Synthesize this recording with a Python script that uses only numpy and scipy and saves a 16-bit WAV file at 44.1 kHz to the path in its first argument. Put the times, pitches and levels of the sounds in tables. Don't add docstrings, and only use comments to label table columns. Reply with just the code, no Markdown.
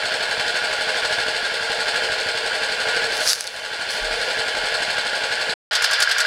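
import sys
import numpy as np
from scipy import signal
from scipy.fft import irfft
from scipy.io import wavfile
from scipy.ndimage import uniform_filter1d, minimum_filter1d

SR = 44100
rng = np.random.default_rng(int(sys.argv[2]) if len(sys.argv) > 2 else 0)


def to_wav(s):
    ch = np.atleast_2d(s).T
    pcm = np.round(np.clip(ch, -1, 1) * 32767)
    wavfile.write(sys.argv[1], SR, pcm.astype(np.int16))


N = 276066
TIME = np.arange(N) / SR
TAPS = 8192
HZ = np.fft.rfftfreq(TAPS, 1 / SR)
FAR, NEAR = 0, 1


def gain_of(db):
    return 10 ** (np.asarray(db) / 20)


def unit_power(x):
    return x / np.sqrt(np.mean(x ** 2) + 1e-20)


def curve(rows):
    return np.interp(TIME, *np.transpose(rows))


def spectrum(points):
    hz, db = np.transpose(points)
    return np.interp(np.log(HZ + 1), np.log(hz + 1), db)


def humps(resonances):
    return sum(db / (1 + (2 * (HZ - hz) / width) ** 2) for hz, width, db in resonances)


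def add(mix, start_s, sound):
    part = mix[round(start_s * SR):][:len(sound)]
    part += sound[:len(part)]


def tap_response(tone_db):
    log_gain = np.log(gain_of(np.concatenate([tone_db, tone_db[-2:0:-1]])))
    gain_and_phase = np.exp(np.conj(signal.hilbert(log_gain)))
    return irfft(gain_and_phase[:len(tone_db)])[:len(tone_db)]


def colour(x, tone_db):
    ring = tap_response(tone_db)
    return signal.oaconvolve(x, ring / np.linalg.norm(ring))[:N]


def grit(per_s, spread_db):
    size = gain_of(spread_db * np.minimum(rng.exponential(1, N), 4))
    sign = rng.choice([-1, 1], N)
    happens = rng.random(N) < per_s / SR
    return unit_power(size * sign * happens)


def blows(cycles, place, uneven_db, jitter_s=0.00161):
    beats = np.arange(np.ceil(cycles[0] - place), cycles[-1] - place) + place
    size, lateness = rng.standard_normal((len(beats), 2)).T
    times = np.interp(beats, cycles, TIME) + jitter_s * lateness
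    samples = np.round(times * SR).astype(int)
    clicks = np.zeros(N)
    clicks[np.clip(samples, 0, N - 1)] = gain_of(uneven_db * np.clip(size, -2, 2))
    return clicks


def bouncing_power(cycles, rows, view, uneven_db, jitter_s):
    power = np.zeros(N)
    for place, *levels, fade_s in rows:
        clicks = gain_of(levels[view]) * blows(cycles, place, uneven_db, jitter_s)
        power += signal.lfilter([1], [1, -np.exp(-2 / (fade_s * SR))], clicks ** 2)
    return power


def casting_ripple(depth_db=2.0, full_from_hz=1900):
    noise = rng.standard_normal(len(HZ))
    ripple = unit_power(uniform_filter1d(uniform_filter1d(noise, size=5), size=5))
    return depth_db * np.clip(ripple, -2, 1.3) * np.minimum(HZ / full_from_hz, 1) ** 2


# place in the cycle as a fraction, far level in dB, near level in dB, fade time in seconds.
RATTLE_BLOWS = [(-.36, -35.5, -27, 0.018), (-.2, -26, -20.5, 0.029), (.025, -22, -17.5, 0.0089),
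                (.17, -26.5, -31, 0.0083)]
# frequency in Hz, relative level in dB.
BLOCK_TONE = [(30, -17.5), (100, -17.5), (300, -15.5), (400, -5), (520, -2.5), (1000, -2.5), (1230, -12),
              (1400, 3.5), (2000, -1), (3800, -0.5), (4900, -2), (5900, -15.5), (9300, -18), (12000, -36)]
# frequency in Hz, width in Hz, boost or cut in dB.
FRAME_RESONANCES = [(450.5, 28, 11.5), (486.3, 31, 6.5), (533.3, 21, 8.5), (622.5, 28.7, 12.5),
                    (691, 37, 9), (838, 53, 10), (1142, 21, 9), (1442, 30.4, 9.5), (1550, 83, 5),
                    (1610, 45, 3.5), (1688, 43, 9), (2163, 39, 6.5), (2710, 60, 3.5), (3095, 20, 8.5),
                    (3480, 110, 2), (3790, 96, -14.5), (4350, 140, 2)]
def block_rattle(cycles, view, whirr_db, ripple):
    power = bouncing_power(cycles, RATTLE_BLOWS, view, uneven_db=.9, jitter_s=.0016)
    power = uniform_filter1d(power, size=200)
    shaking = np.sqrt(power + gain_of(whirr_db) ** 2) * grit(per_s=6000, spread_db=1.8)
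    return colour(shaking, spectrum(BLOCK_TONE) + humps(FRAME_RESONANCES) + ripple)


# pitch in Hz, relative level in dB, seconds to fade by 60 dB.
COVER_NOTES = [(1450, -15.5, .05), (1547, 2, 0.096), (1612, 13.5, 0.033), (1830, -5.5, 0.042)]
def cover_ring(clicks, rise_s=0.00097):
    t = TIME[:TAPS]
    ring = sum(gain_of(db - 60 * t / ring_s) * np.sin(2 * np.pi * hz * t)
               for hz, db, ring_s in COVER_NOTES)
    ring *= 1 - np.exp(-t / rise_s)
    return signal.oaconvolve(clicks, ring / abs(ring).max())[:N]


# place in the cycle as a fraction, far level in dB, near level in dB.
PISTON_KNOCKS = [(-.35, -23, -22), (-.22, -24.5, -20), (-.05, -23, -21), (0.039, -27, -20.5),
                 (0.169, -28.5, -20)]
def knocks(cycles, view):
    clicks = sum(gain_of(levels[view]) * blows(cycles, place, uneven_db=2)
                 for place, *levels in PISTON_KNOCKS)
    return cover_ring(clicks)


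# place in the cycle as a fraction, far level in dB, near level in dB.
EXHAUST_PUFFS = [(-.235, -34.5, -30.5), (0.01, -36.5, -37), (.29, -46.5, -54)]
# frequency in Hz, relative level in dB.
MUFFLER_TONE = [(8, -16), (30, -2.5), (75, -4.5), (100, 1), (150, -2.5), (210, 0), (330, -1.5), (600, -12),
                (2000, -57)]
def exhaust(cycles, view, gas_db=-13, gas_fade_s=0.016):
    tone = spectrum(MUFFLER_TONE)
    thump = tap_response(tone)
    clicks = sum(gain_of(levels[view]) * blows(cycles, place, uneven_db=2)
                 for place, *levels in EXHAUST_PUFFS)
    thumps = signal.oaconvolve(clicks, thump / abs(thump).max())[:N]
    gas_level = signal.lfilter([1], [1, -np.exp(-1 / (gas_fade_s * SR))], clicks)
    gush = colour(gas_level * rng.standard_normal(N), tone)
    return thumps + gain_of(gas_db) * gush


# place in the cycle as a fraction, far level in dB, near level in dB, fade time in seconds.
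VALVE_TICKS = [(-.21, -55, -34, 0.01), (0.002, -25, -17.5, 0.0085), (.12, -27.5, -23.5, 0.012),
               (.335, -29, -44, 0.008)]
# frequency in Hz, relative level in dB.
CHATTER_TONE = [(1500, -27), (3600, 3), (4900, 0.5), (5400, 2), (5900, -15.5), (7200, -9), (9300, -9),
                (10300, -10.5), (11700, -23), (15500, -35)]
# frequency in Hz, width in Hz, boost in dB.
VALVE_RESONANCES = [(4340, 550, 11), (5100, 160, 3.5), (6500, 190, 17.5), (7790, 230, 10.5),
                    (8280, 500, 7.5)]
def valve_chatter(cycles, view, ripple):
    power = bouncing_power(cycles, VALVE_TICKS, view, uneven_db=0.4, jitter_s=.0005)
    chatter = np.sqrt(power) * grit(per_s=14000, spread_db=1.5)
    return colour(chatter, spectrum(CHATTER_TONE) + humps(VALVE_RESONANCES) + ripple)


def engine(cycles, view, ripple, whirr_db):
    return (block_rattle(cycles, view, whirr_db, ripple) + valve_chatter(cycles, view, ripple)
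            + knocks(cycles, view) + exhaust(cycles, view))


def frame_boom(sound, boost_db, hz, width_hz):
    band = signal.lfilter(*signal.iirpeak(hz, hz / width_hz, fs=SR), sound)
    return sound + (gain_of(boost_db) - 1) * band


# time in seconds, firings per second.
FIRING_RATE = [(0.0, 11.67), (0.27, 11.61), (0.56, 12.34), (0.75, 11.87), (1.14, 13.26), (1.55, 10.76),
               (1.95, 13.01), (2.45, 10.93), (2.61, 12.09), (2.81, 11.8), (2.95, 13.12), (3.45, 10.62),
               (3.91, 13.3), (4.19, 11.39), (4.61, 11.23), (4.82, 12.57), (5.28, 11.42), (5.55, 12.26)]
# time in seconds, boost or cut in dB.
LOW_RING_SWELL = [(0, -2.5), (1.15, -0.5), (2.3, 2.5), (2.65, -1), (3.0, 3.5), (3.3, -0.5), (3.9, -4),
                  (4.2, 6.5), (4.45, 1), (5.2, -6.5), (5.5, 2)]
def far_engine(ripple, first_tick_s=.053, idle_per_s=12):
    rate = curve(FIRING_RATE)
    cycles = np.cumsum(rate) / SR
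    cycles -= np.interp(first_tick_s, TIME, cycles)
    above_idle = rate - idle_per_s
    speeding_up = uniform_filter1d(np.gradient(rate, TIME), size=6000)
    boom_db = -0.15 * above_idle + .13 * speeding_up
    effort_db = 0.52 + 0.88 * above_idle + 0.0367 * speeding_up
    sound = engine(cycles, FAR, ripple, whirr_db=-25)
    sound = frame_boom(sound, curve(LOW_RING_SWELL), hz=465, width_hz=70)
    sound = frame_boom(sound, boom_db, hz=780, width_hz=310)
    return gain_of(effort_db) * sound


# loudest moment in seconds, level in dB, swell time in seconds, fade time in seconds.
BOOT_PUSHES = [(3.15, -33.5, .02, .03), (3.23, -31.5, .05, 0.051), (3.303, -11, .028, .038),
               (3.395, -24, 0.023, .06), (3.55, -36, .08, 0.21), (3.915, -30, .015, 0.064),
               (4.251, -43.5, .2, 0.23)]
def boot_pressure():
    pressure = np.zeros(N)
    for peak_s, db, swell_s, fade_s in BOOT_PUSHES:
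        from_peak = abs(TIME - peak_s) / np.where(TIME < peak_s, swell_s, fade_s)
        pressure += gain_of(db) * np.exp(-from_peak ** 1.38)
    return pressure


# frequency in Hz, relative level in dB.
LEAF_TONE = [(300, -49), (1300, -7.5), (2800, -12), (4600, 1.5), (6200, -2), (7500, -9.5), (10000, -7),
             (12000, -18), (15500, -24.5)]
# start in seconds, level in dB, boosted frequency in Hz.
STALK_SNAPS = [(3.2758, 1, 4660), (3.289, 3, 5240), (3.295, 3.5, 6000), (3.3012, 1.5, 5060),
               (3.332, 6, 2500), (3.4083, 2, 10300), (3.442, -10, 9530), (3.47, -6, 4400),
               (3.475, -5.5, 4400), (3.907, -13, 9300)]
def footsteps(twigs_db=-8.5, snap_fade_s=0.00088, boost_db=7):
    leaves = grit(per_s=10000, spread_db=1.8)
    twigs = gain_of(twigs_db) * grit(per_s=140, spread_db=7.5)
    out = boot_pressure() * colour(leaves + twigs, spectrum(LEAF_TONE))
    t = TIME[:TAPS // 16]
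    for start_s, db, hz in STALK_SNAPS:
        stalk = tap_response(spectrum(LEAF_TONE) + humps([(hz, hz / 2, boost_db)]))
        burst = rng.standard_normal(len(t)) * np.exp(-t / snap_fade_s)
        snap = signal.fftconvolve(burst, stalk)
        add(out, start_s, gain_of(db) * snap / abs(snap).max())
    return out


# start in seconds, level in dB, pitch in Hz, seconds to fade by 60 dB.
MIC_BUMPS = [(4.002, -24.5, 35, 0.38), (4.089, -31, 34.5, 0.24), (4.57, -39, 35.4, 0.5)]
def microphone_bumps(rise_s=0.016, overtone_db=-20, overtone_ratio=1.9):
    t, out = TIME[:SR], np.zeros(N)
    for start_s, db, hz, ring_s in MIC_BUMPS:
        angle = 2 * np.pi * hz * t
        wobble = np.sin(angle) + gain_of(overtone_db) * np.sin(overtone_ratio * angle)
        rise = 1 - np.exp(-(t / rise_s) ** 2)
        add(out, start_s, gain_of(db - 60 * t / ring_s) * rise * wobble)
    return out


# frequency in Hz, boost or cut in dB.
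CLOSE_UP_TONE = [(40, -4), (130, -6), (250, -16.5), (450, -9), (630, -5), (950, -2.5), (1230, 6), (1550, 0),
                 (1780, 4), (2400, -0.5), (3700, 3), (4400, 0.5), (4950, 6), (8300, -2.5), (15000, 1)]
def near_engine(ripple, first_tick_s=5.7515, firings_per_s=11.1):
    cycles = (TIME - first_tick_s) * firings_per_s
    sound = engine(cycles, NEAR, ripple, whirr_db=-23.5)
    brighter = signal.oaconvolve(sound, tap_response(spectrum(CLOSE_UP_TONE)))[:N]
    return brighter + spits(cycles) + clanks()


# place in the cycle as a fraction,
# level in dB, fade time in seconds, swing in dB (up on one cycle, down on the next).
SPIT_BURSTS = [(-.235, -24, .011, -4), (0, -19.5, 0.0092, -0.5)]
# frequency in Hz, relative level in dB.
SPIT_HISS_TONE = [(1000, -15.5), (3000, -7), (5100, 5), (6000, 6), (7300, 3), (8300, 3), (10000, -0.5),
                  (12000, -8.5), (15500, -18)]
def spits(cycles, rise_s=.0009):
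    t, level = TIME[:TAPS], np.zeros(N)
    for place, db, fade_s, swing_db in SPIT_BURSTS:
        strength = gain_of(db + swing_db * np.cos(np.pi * (cycles - place)))
        clicks = strength * blows(cycles, place, uneven_db=3, jitter_s=.0008)
        burst_shape = (1 - np.exp(-t / rise_s)) * np.exp(-t / fade_s)
        level += signal.oaconvolve(clicks, burst_shape)[:N]
    return level * colour(grit(per_s=10000, spread_db=3), spectrum(SPIT_HISS_TONE))


# start in seconds, level in dB.
COVER_CLANKS = [(5.985, -14), (6.003, -15), (6.074, -8.5), (6.164, -11.5), (6.25, -10.5)]
def clanks():
    clicks = np.zeros(N)
    for start_s, db in COVER_CLANKS:
        add(clicks, start_s, gain_of([db]))
    return cover_ring(clicks)


def scene(far_end_s=5.538, near_start_s=5.711):
    ripple = casting_ripple()
    far = far_engine(ripple) + footsteps() + microphone_bumps()
    far_on = uniform_filter1d(1. 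* (TIME < far_end_s), size=200)
    near_on = uniform_filter1d(1. * (TIME > near_start_s), size=60)
    mono = far * far_on + near_engine(ripple) * near_on
    return np.array([mono, mono])


def record(dry, ceiling_db=-3, hold_s=0.14, recover_db_per_s=13, treble_limit_hz=15850):
    peak_db = 20 * np.log10(abs(dry).max(0) + 1e-9)
    over_db = np.maximum(peak_db - ceiling_db, 0)
    half_hold = int(hold_s * SR / 2)
    held_db = -minimum_filter1d(-over_db, 2 * half_hold + 1, origin=half_hold, mode="constant")
    recovery_db = recover_db_per_s * TIME
    cut_db = np.maximum.accumulate(held_db + recovery_db) - recovery_db
    cut_db = uniform_filter1d(-minimum_filter1d(-cut_db, size=41), size=41)
    lowpass = signal.firwin(511, treble_limit_hz, window=("kaiser", 9), fs=SR)
    return signal.oaconvolve(dry / gain_of(cut_db), lowpass[None], "same", axes=1)


dry = scene()
out = record(dry)
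to_wav(out)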